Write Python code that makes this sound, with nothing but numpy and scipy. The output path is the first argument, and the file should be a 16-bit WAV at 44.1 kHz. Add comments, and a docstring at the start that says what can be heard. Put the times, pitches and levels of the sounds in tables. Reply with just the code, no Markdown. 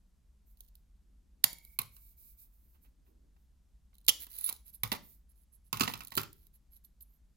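"""Hand nippers snap thin slate strips over a plastic tub of slate chips, in a small quiet room.
The steel jaws grind and squeak on the stone, and it cracks twice. Pieces drop, knock the tub
and rattle on the heap. Fingers slide over the slate between cuts.
A phone close by hears it all, with a short echo and the low rumble of the building."""
import sys
import numpy as np
from scipy import signal
from scipy.fft import rfft, irfft
from scipy.io import wavfile

SR = 44100
rng = np.random.default_rng(int(sys.argv[2]) if len(sys.argv) > 2 else 0)


def materialize(psi):
    """Save the field psi as 16-bit PCM at rate SR to the path in sys.argv[1].

    A 1-D psi becomes a single channel; in a 2-D psi each row is a channel.
    """
    bounded = np.clip(np.atleast_2d(psi).T, -1, 1)
    quanta = np.round(bounded * 32767).astype(np.int16)
    wavfile.write(sys.argv[1], SR, quanta)


N = 324576
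T = np.arange(N) / SR
GRAIN = rng.standard_normal(N)  # noise that every burst takes a piece of
TOP_HZ = 16000

# Levels in dB are relative. A fade time (t60) is how long a sound takes to fall by 60 dB.
# The tone of a dull knock of the jaws. Each row: frequency in Hz, level in dB.
JAW_TONE = [(60, -21.5), (140, -3), (300, -2.5), (550, -3.5), (950, 0.5), (1600, -6), (3000, -5.5),
            (8000, -24.5)]
# The tone of slate clinking on slate. Each row: frequency in Hz, level in dB.
CLINK_TONE = [(500, -3.5), (2000, -34.5), (3200, 0.5), (4000, 1), (5200, -2.5), (7000, -2.5), (8400, -2),
              (10500, 8.5), (13000, 6), (15200, 10), (16500, -6)]
# The tone of the echoes. Each row: frequency in Hz, level in dB.
ECHO_TONE = [(80, 2), (200, -7.5), (600, -9), (1400, -8.5), (3000, -14.5), (6500, -12.5), (10000, -20),
             (16000, -18)]


def snaps(crack_db=12, spring_db=-32, held_t60=.032):
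    """A crack runs through the stone in milliseconds; the jaws knock, the strip and spring ring on."""
    # Breaks in the stone. Each row: start in seconds, level in dB, fade time in seconds,
    # then the dB added to that level for the strip, the jaws and the spring.
    breaks = [(1.4372, -29.5, .012, -20.5, -14, -18.5), (1.4405, 2.5, 0.009, -20.5, -18, 0),
              (1.442, -9, .014, -15, -11, -9.5), (4.08, -17.5, .012, -10, -22, -23),
              (4.0832, -1.5, 0.014, -8.5, -25, -23.5), (4.0835, -5, 0.011, -7.5, -34.5, -32.5),
              (4.0901, -8, 0.0091, 2, -29.5, -22), (4.0914, -5.5, 0.025, -0.5, -26, -28),
              (4.095, -16, .01, 9, -25.5, -30)]
    # The notes of the strip and the nipper spring. Each row: pitch in Hz, level in dB, fade in seconds.
    strip_notes = [(2962, 0, 0.074), (2875, -7.5, 0.04), (3300, 0, 0.037), (3490, -9, 0.053),
                   (3320, -6.5, 0.052), (5830, -13, .03), (5660, -3, 0.018), (7300, -5.5, 0.058),
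                   (7300, -12.5, 0.081), (9010, -6.5, 0.045), (9600, -4.5, 0.059), (10100, -5, 0.043)]
    spring_notes = [(921, 9, .35), (1669, -12, .4), (2089, -3, .55), (2125, -8, .6), (2152, -6, .8),
                    (2200, -8, 1), (2234, -4, 1.15), (2266, -9, 1.4), (2300, -12, 1.7)]
    # The tone of cracking slate. Each row: frequency in Hz, level in dB.
    crack_tone = [(80, -31), (200, -31.5), (900, -19), (1500, -15), (2700, -5.5), (3700, 7), (5200, -2.5),
                  (7100, 3.5), (8400, -7), (10000, 4), (13000, 5), (16000, 1.5)]
    cracks, knocks, rings = np.zeros((3, N))
    held_notes = [(hz, db, min(t60, held_t60)) for hz, db, t60 in strip_notes]  # holding cuts them short
    for start, db, t60, strip_db, knock_db, ring_db in breaks:
        size = amp(db + crack_db)
        add(cracks, start, size * burst(t60))
        add(knocks, start, size * amp(knock_db) * burst(0.016))
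        add(rings, start, size * amp(strip_db) * ring(held_notes, scatter_db=-3, detune=0.018))
        add(rings, start, size * amp(ring_db + spring_db) * ring(spring_notes))
    return through(cracks, unit(response(crack_tone))) + through(knocks, unit(response(JAW_TONE))) + rings


def grinding(squeak_db=-5, grit_db=1, width_hz=220, swell_share=0.55):
    """Steel sticks and slips on stone: grit, and a thin unsteady squeak with a pitch for each stroke."""
    # Strokes of the jaws. Each row: start and length in seconds, level in dB, squeak in Hz, extra grit dB.
    strokes = [(4.176, 0.069, -50.5, 11400, 7), (4.271, 0.17, -48, 11000, 4),
               (4.421, 0.071, -38.5, 10800, 1.5), (4.639, 0.063, -49.5, 11400, -7.5),
               (4.723, 0.034, -46, 11870, -12), (5.282, 0.034, -61, 10850, -10),
               (5.328, .11, -66, 10900, -7.5), (5.513, 0.047, -53, 11030, -19),
               (5.634, 0.051, -62.5, 10840, -10), (6.29, 0.18, -70.5, 12000, 3),
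               (6.525, 0.039, -59, 11350, -7.5), (6.7, 0.074, -55, 11570, -9.5),
               (6.836, 0.019, -50, 11860, -17.5), (7.002, 0.022, -45, 12000, -23),
               (7.068, 0.1, -66, 12050, -12)]
    # The tone of the grit. Each row: frequency in Hz, level in dB.
    grit_tone = [(300, -32), (900, -20), (2500, -19), (4000, -9.5), (5200, -14.5), (7000, -14.5),
                 (8400, -20.5), (10000, -4), (13800, -2), (16000, -3.5)]
    pressure, grit_strength, pitch_hz = np.zeros((3, N))
    for start, length, db, squeak_hz, extra_db in strokes:
        push = amp(db) * stroke(start, length, attack_s=swell_share * length, release_s=0.0078)
        pressure += push
        grit_strength += amp(extra_db) * push
        pitch_hz[T >= start] = squeak_hz
    # Multiplying a pure tone by slow noise makes it waver.
    slips = butter_filter([friction(2.4, 380), friction(3, 320)], 1, width_hz, "low")
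    pure_tone = np.exp(2j * np.pi * np.cumsum(pitch_hz) / SR)
    squeak = level(np.real((slips[0] + 1j * slips[1]) * pure_tone))
    squeak = butter_filter(squeak, 2, 7000, "high")
    grit = level(through(friction(rough_db=5, rate=600), response(grit_tone)))
    return amp(squeak_db) * pressure * squeak + amp(grit_db) * grit_strength * grit


def jaws(slip_db=17, tap_db=16, grab_s=.0012, tap_rise_share=0.11):
    """Each slip rings the steel cutting edge; placing the jaws gives dull taps and short scrapes."""
    # The jaws slip on the stone and chirp. Each row: start in seconds, level in dB.
    slip_times = [(4.3847, -27), (4.4096, -27), (4.4411, -16.5), (4.4514, -21.5), (4.461, -16.5),
                  (4.4905, -21.5), (4.7449, -37), (7.024, -42.5)]
    # The jaws touch the strip. Each row: start in seconds, level in dB, fade time in seconds.
    tap_times = [(2.742, -59.5, 0.097), (2.842, -56.5, 0.11), (3.059, -62.5, 0.12), (3.363, -62, 0.033),
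                 (3.93, -62.5, .02), (4.268, -46.5, 0.025), (4.414, -51.5, 0.026)]
    # The notes of the cutting edge. Each row: pitch in Hz, level in dB, fade time in seconds.
    edge_notes = [(3640, -25, .03), (4270, -29, .03), (10550, -7, .025), (10800, 0, .035),
                  (11850, -11, .02), (13700, -8, .02), (15500, -12, .02)]
    slips, taps = np.zeros((2, N))
    for start, db in slip_times:
        chirp = ring(edge_notes, scatter_db=3, detune=.003)
        swell = 1 - np.exp(-T[:len(chirp)] / grab_s)
        add(slips, start, amp(db + slip_db) * unit(chirp * swell))
    for start, db, t60 in tap_times:
        add(taps, start, amp(db + tap_db) * burst(t60, rise_s=tap_rise_share * t60))
    return slips + through(taps, unit(response(JAW_TONE)))


def drops(clink_db=11, knock_db=27, thump_db=25, rattle_db=-15, rattle_s=0.049, settle_db=18):
    """A piece clinks on the heap, knocks the plastic, thumps the floor and hops; its neighbours rattle."""
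    # Pieces landing. Each row: start in seconds, clink, knock and thump levels in dB, thump pitch in Hz.
    landings = [(1.7887, -12.5, -35.5, -44.5, 107.4), (1.8156, -25, -50, -51, 94),
                (1.965, -43, -64.5, -75, 92), (4.4899, -22.5, -42, -60, 215),
                (4.8337, -13.5, -32.5, -37.5, 110), (4.9176, -21, -27.5, -34.5, 284.5),
                (4.926, -21, -38, -39, 300), (5.7282, -17.5, -31, -37, 113), (5.7707, -28, -41.5, -47, 135),
                (5.7966, -23, -36.5, -53, 118), (5.8073, -15, -20.5, -26, 213),
                (5.8337, -34, -30.5, -38, 215), (5.877, -39, -29, -37, 220),
                (5.9367, -28, -36.5, -47.5, 150), (6.006, -40, -42.5, -65, 127),
                (6.1197, -36.5, -44.5, -54, 127.2), (6.1738, -15, -36.5, -31.5, 343),
                (6.178, -25, -27.5, -40, 110), (6.2332, -34, -45, -56, 112)]
    # The notes of the tub floor. Each row: pitch in Hz, level in dB, fade time in seconds.
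    floor_notes = [(102, -2.5, 0.14), (147, -0.5, 0.16), (187, -5, 0.093), (216, 3.5, 0.086),
                   (280, -3, 0.11), (334.3, 3.5, 0.032), (380.5, -2.5, 0.071), (442, 1, 0.11),
                   (557, 1.5, 0.066)]
    clinks, tub = np.zeros((2, N))
    for start, clink, blow, thump, thump_hz in landings:
        add(clinks, start, amp(clink + clink_db) * chip(contact_t60=.018))
        add(tub, start, amp(blow + knock_db) * knock(.028))
        # The landing spot favours notes near the thump pitch; the others lose 7 dB per octave.
        struck_notes = [(hz, db - 7 * abs(np.log2(hz / thump_hz)), t60) for hz, db, t60 in floor_notes]
        add(tub, start, amp(thump + thump_db) * ring(struck_notes, scatter_db=-0.5, detune=0.06))
        for delay, loss_db in hops():
            add(clinks, start + delay, amp(blow + clink_db - loss_db) * chip(contact_t60=.011))
            add(tub, start + delay, amp(blow + knock_db - loss_db) * knock(.018))
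        # The heavier the knock, the louder the heap rattles.
        for lateness in rng.random(14):
            size = amp(blow + knock_db + rattle_db - settle_db * lateness)
            add(clinks, start + lateness * rattle_s, size * burst(0.022))
            add(tub, start + lateness * rattle_s, size * knock(0.02))
    return through(clinks, unit(response(CLINK_TONE))) + tub


def hops(longest_s=.022, flight_share=0.69, first_loss_db=13, hop_loss_db=7.5, count=3):
    """Ever shorter and weaker bounces, each given as seconds after landing and loss in dB."""
    hop = np.arange(count)
    flights = longest_s * rng.uniform(.5, 1) * flight_share ** hop
    return zip(np.cumsum(flights), first_loss_db + hop_loss_db * hop)


def knock(t60):
    """A blow on the thin plastic; every spot has its own pitch."""
    # The tone of the tub's plastic. Each row: frequency in Hz, level in dB.
    plastic_tone = [(150, -27.5), (550, -16), (800, -1), (1150, 7.5), (1700, -12), (2300, 1.5), (3100, -4),
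                    (4000, -2.5), (5200, -6.5), (8000, -15), (16000, -33.5)]
    shift = 2 ** rng.uniform(-.35, .35)
    spot_tone = [(hz * shift, db) for hz, db in plastic_tone]
    return signal.fftconvolve(burst(t60), unit(response(spot_tone, size=512)))


def chip(contact_t60, ring_db=-3, lowest_hz=3750):
    """One slate chip: a hard contact and a few short notes set by its size."""
    # The notes of a small flat stone. Each row: multiple of the lowest pitch, level in dB.
    plate_notes = [(0.998, -0.5), (1.11, 5.5), (1.85, -1), (2.7, -0.5), (3.05, -4.5), (3.5, 1), (3.9, -2)]
    shift = 2 ** rng.uniform(-.1, .1)
    notes = [(lowest_hz * shift * multiple, db, .024) for multiple, db in plate_notes]
    out = amp(ring_db) * ring(notes, scatter_db=5.5, detune=0.011)[:SR // 10]
    contact = burst(contact_t60)[:len(out)]
    out[:len(contact)] += contact
    return out


def splinters(tick_db=10, crackles_per_s=75, spread_db=11):
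    """Splinters break at the jaws and small chips skip about, the faint ones at random."""
    # The clearest chips and splinters. Each row: start in seconds, level in dB.
    clear_ticks = [(0.6058, -32.5), (0.7532, -41.5), (1.5297, -27), (1.5847, -37), (1.6496, -36),
                   (1.9655, -42.5), (3.9524, -47), (3.9828, -44), (4.0492, -47.5), (4.0645, -33),
                   (4.2665, -35), (4.4958, -17.5), (4.5262, -23.5), (4.8564, -36), (4.8754, -32.5),
                   (6.0488, -31.5), (6.0719, -31), (6.1439, -40), (6.1525, -21), (6.1673, -18.5),
                   (6.329, -37), (6.468, -45.5), (6.8478, -41), (7.008, -40.5)]
    # Crackling as the jaws bite or the heap settles. Each row: start and length in seconds, top level dB.
    crackles = [(0.566, 0.14, -47.5), (3.928, 0.21, -49.5), (4.334, 0.23, -37.5), (5.901, .24, -32.5),
                (6.14, 0.092, -21)]
    faint_ticks = [(start + length * when, db - spread_db * weakness) for start, length, db in crackles
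                   for when, weakness in rng.random((int(length * crackles_per_s), 2))]
    out = np.zeros(N)
    for start, db in clear_ticks + faint_ticks:
        add(out, start, amp(db + tick_db) * chip(contact_t60=0.011, ring_db=-10))
    return through(out, unit(response(CLINK_TONE)))


def fingers(slide_db=1):
    """Dry skin hisses over the slate."""
    # Finger slides. Each row: start and length in seconds, level in dB.
    slides = [(0.449, 0.067, -68.5), (0.56, 0.089, -69.5), (0.732, 0.049, -76), (1.61, .13, -61.5),
              (1.903, .21, -59.5), (2.156, .16, -57), (2.361, 0.074, -56), (2.5, 0.26, -71),
              (2.805, 0.035, -62.5), (3.035, .06, -75), (3.355, .08, -81), (5.007, 0.13, -58)]
    # The tone of skin on stone. Each row: frequency in Hz, level in dB.
    skin_tone = [(880, -63), (1500, -64), (2300, -26.5), (3180, -36), (3660, -24), (6760, -21), (8080, -18),
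                 (12600, -7), (13700, -4.5), (16000, -9)]
    speed = sum(amp(db) * stroke(start, length, attack_s=0.035, release_s=0.026)
                for start, length, db in slides)
    hiss = level(through(friction(rough_db=1, rate=100), response(skin_tone)))
    return amp(slide_db) * speed * hiss


def hands(grip_db=-2, band_hz=(150, 380)):
    """A soft low rub as the hands tighten on slate and handles."""
    # Squeezes of the hands. Each row: start and length in seconds, level in dB.
    grips = [(0.988, 0.53, -79), (2.58, 0.51, -79.5), (3.042, .2, -72.5)]
    effort = sum(amp(db) * stroke(start, length, attack_s=.07, release_s=0.08)
                 for start, length, db in grips)
    rub = butter_filter(friction(rough_db=2, rate=75), 2, band_hz, "band")
    return amp(grip_db) * effort * level(rub)


def room(x, wet_db=-5, gap_s=.004):
    """The walls send back a short, dense echo; the bass stays longest."""
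    # How long the echo lasts in each band. Each row: lower edge in Hz, fade time in seconds.
    bands = [(60, .45), (450, .23), (1800, .31), (5000, .32), (10000, .29)]
    tail, t = 0, T[:SR]
    edges = [hz for hz, _ in bands] + [TOP_HZ]
    for (low, t60), high in zip(bands, edges[1:]):
        noise = butter_filter(rng.standard_normal(SR), 3, [low, high], "band")
        tail = tail + noise * np.exp(-np.log(1000) * t / t60)
    tail *= np.clip(t / gap_s - .5, 0, 1)  # the echo takes a moment to arrive
    return amp(wet_db) * through(x, through(unit(tail), response(ECHO_TONE)))


def background(rumble_db=-63.5, side_db=-7, hum_db=-66, hum_hz=50):
    """Low rumble of the building, faint hiss and a mains hum."""
    # The tone of the rumble and hiss. Each row: frequency in Hz, level in dB.
    quiet_tone = [(20, -15.5), (30, -9), (42, 0), (52, -2), (66, -4), (85, -21.5), (130, -22.5),
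                  (200, -22.5), (330, -36.5), (500, -41.5), (2400, -49.5), (7200, -49.5), (13800, -53),
                  (15000, -63.5)]
    colour = response(quiet_tone, size=16384)
    mid, side = (level(through(rng.standard_normal(N), colour)) for _ in range(2))
    side = amp(side_db) * butter_filter(side, 1, 130, "high")  # deep bass is alike left and right
    hum = amp(hum_db) * np.sin(2 * np.pi * hum_hz * T)
    return amp(rumble_db) * np.array([mid + side, mid - side]) + hum


def burst(t60, rise_s=0.00055):
    """A burst of tiny contacts that swells quickly and dies away."""
    decay = fade(t60)
    swell = 1 - np.exp(-T[:len(decay)] / rise_s)
    noise = GRAIN[rng.integers(N // 2):][:len(decay)]
    return unit(decay * swell * noise)


def ring(notes, scatter_db=0, detune=0):
    """The fading notes of a struck object; each blow meets it at a different spot."""
    out = np.zeros(2 * SR)
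    for (hz, db, t60), (size, shift, side) in zip(notes, rng.standard_normal((len(notes), 3))):
        decay = fade(min(t60, 1.9))
        wave = np.sin(2 * np.pi * hz * (1 + detune * shift) * T[:len(decay)])
        out[:len(decay)] += np.sign(side) * amp(db + scatter_db * size) * decay * wave
    return unit(out)


def friction(rough_db, rate):
    """Noise whose strength jumps with each slip, rate times a second."""
    slips = np.interp(T * rate, np.arange(N), rng.standard_normal(N))
    return level(rng.standard_normal(N) * amp(rough_db * slips))


def stroke(start, length, attack_s, release_s):
    """The strength of one rubbing movement: it swells, holds and dies away."""
    swell = np.sin(np.pi / 2 * np.clip((T - start) / attack_s, 0, 1)) ** 2
    return swell * np.exp(-np.clip((T - start - length) / release_s, 0, 20))


def fade(t60):
    """A curve that falls by 60 dB in t60 seconds."""
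    return np.exp(-np.log(1000) * T[:int(t60 * SR) + 2] / t60)


def response(points, size=2048):
    """Turn a tone table into a filter, given as its answer to one click."""
    hz, db = np.transpose(points)
    bin_hz = np.maximum(np.arange(size // 2 + 1) * SR / size, 1)
    gains = amp(np.interp(np.log(bin_hz), np.log(hz), db))
    # Fold the second half onto the first, so nothing sounds before the click.
    cepstrum = irfft(np.log(gains))
    cepstrum[1:size // 2] *= 2
    cepstrum[size // 2 + 1:] = 0
    return irfft(np.exp(rfft(cepstrum)))


def through(x, click_response):
    """Pass a track through a filter or an echo."""
    return signal.fftconvolve(x, click_response)[:N]


def butter_filter(x, order, hz, kind):
    """Keep the lows, the highs or a band; a higher order cuts more steeply."""
    return signal.sosfilt(signal.butter(order, hz, kind, fs=SR, output="sos"), x)


def amp(db):
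    """Turn decibels into a multiplier."""
    return 10 ** (np.asarray(db) / 20)


def unit(x):
    """Scale to a total energy of 1."""
    return x / np.sqrt(np.sum(x ** 2))


def level(x):
    """Scale to an average strength (rms) of 1."""
    return x / np.std(x)


def add(track, start_s, x):
    """Mix a sound into a track."""
    i = int(np.clip(start_s * SR, 0, N - 1))
    track[i:i + len(x)] += x[:N - i]


def scene(lag_s=.00045, room_side_db=-4, tub_echo_db=-11, snap_room_db=-2):
    """The work is nearer the right microphone; the tub walls echo at once, then the room answers."""
    # How much weaker close sounds are on the left. Each row: frequency in Hz, left minus right in dB.
    left_tone = [(100, -8), (400, -2), (750, -12), (1250, -9.5), (1900, -8), (3700, -5), (6000, -20.5),
                 (9500, -15.5), (12500, -5.5), (15500, -2)]
    cuts = snaps()
    rest = drops() + splinters() + jaws() + grinding() + fingers() + hands()
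    close = cuts + rest
    left = np.roll(through(close, response(left_tone)), int(lag_s * SR))
    left += amp(tub_echo_db) * through(through(close, burst(0.042)), response(ECHO_TONE))
    into_room = amp(snap_room_db) * cuts + rest  # the cuts are nearest the phone, so they echo less
    mid, side = room(into_room), amp(room_side_db) * room(into_room)
    return np.array([left + mid + side, close + mid - side]) + background()


def record(dry):
    """The loudest peaks are softly rounded, and the phone cuts the top of the treble."""
    rounded = np.tanh(dry)
    return signal.sosfilt(signal.ellip(10, .2, 85, TOP_HZ, fs=SR, output="sos"), rounded)


dry = scene()
out = record(dry)
materialize(out)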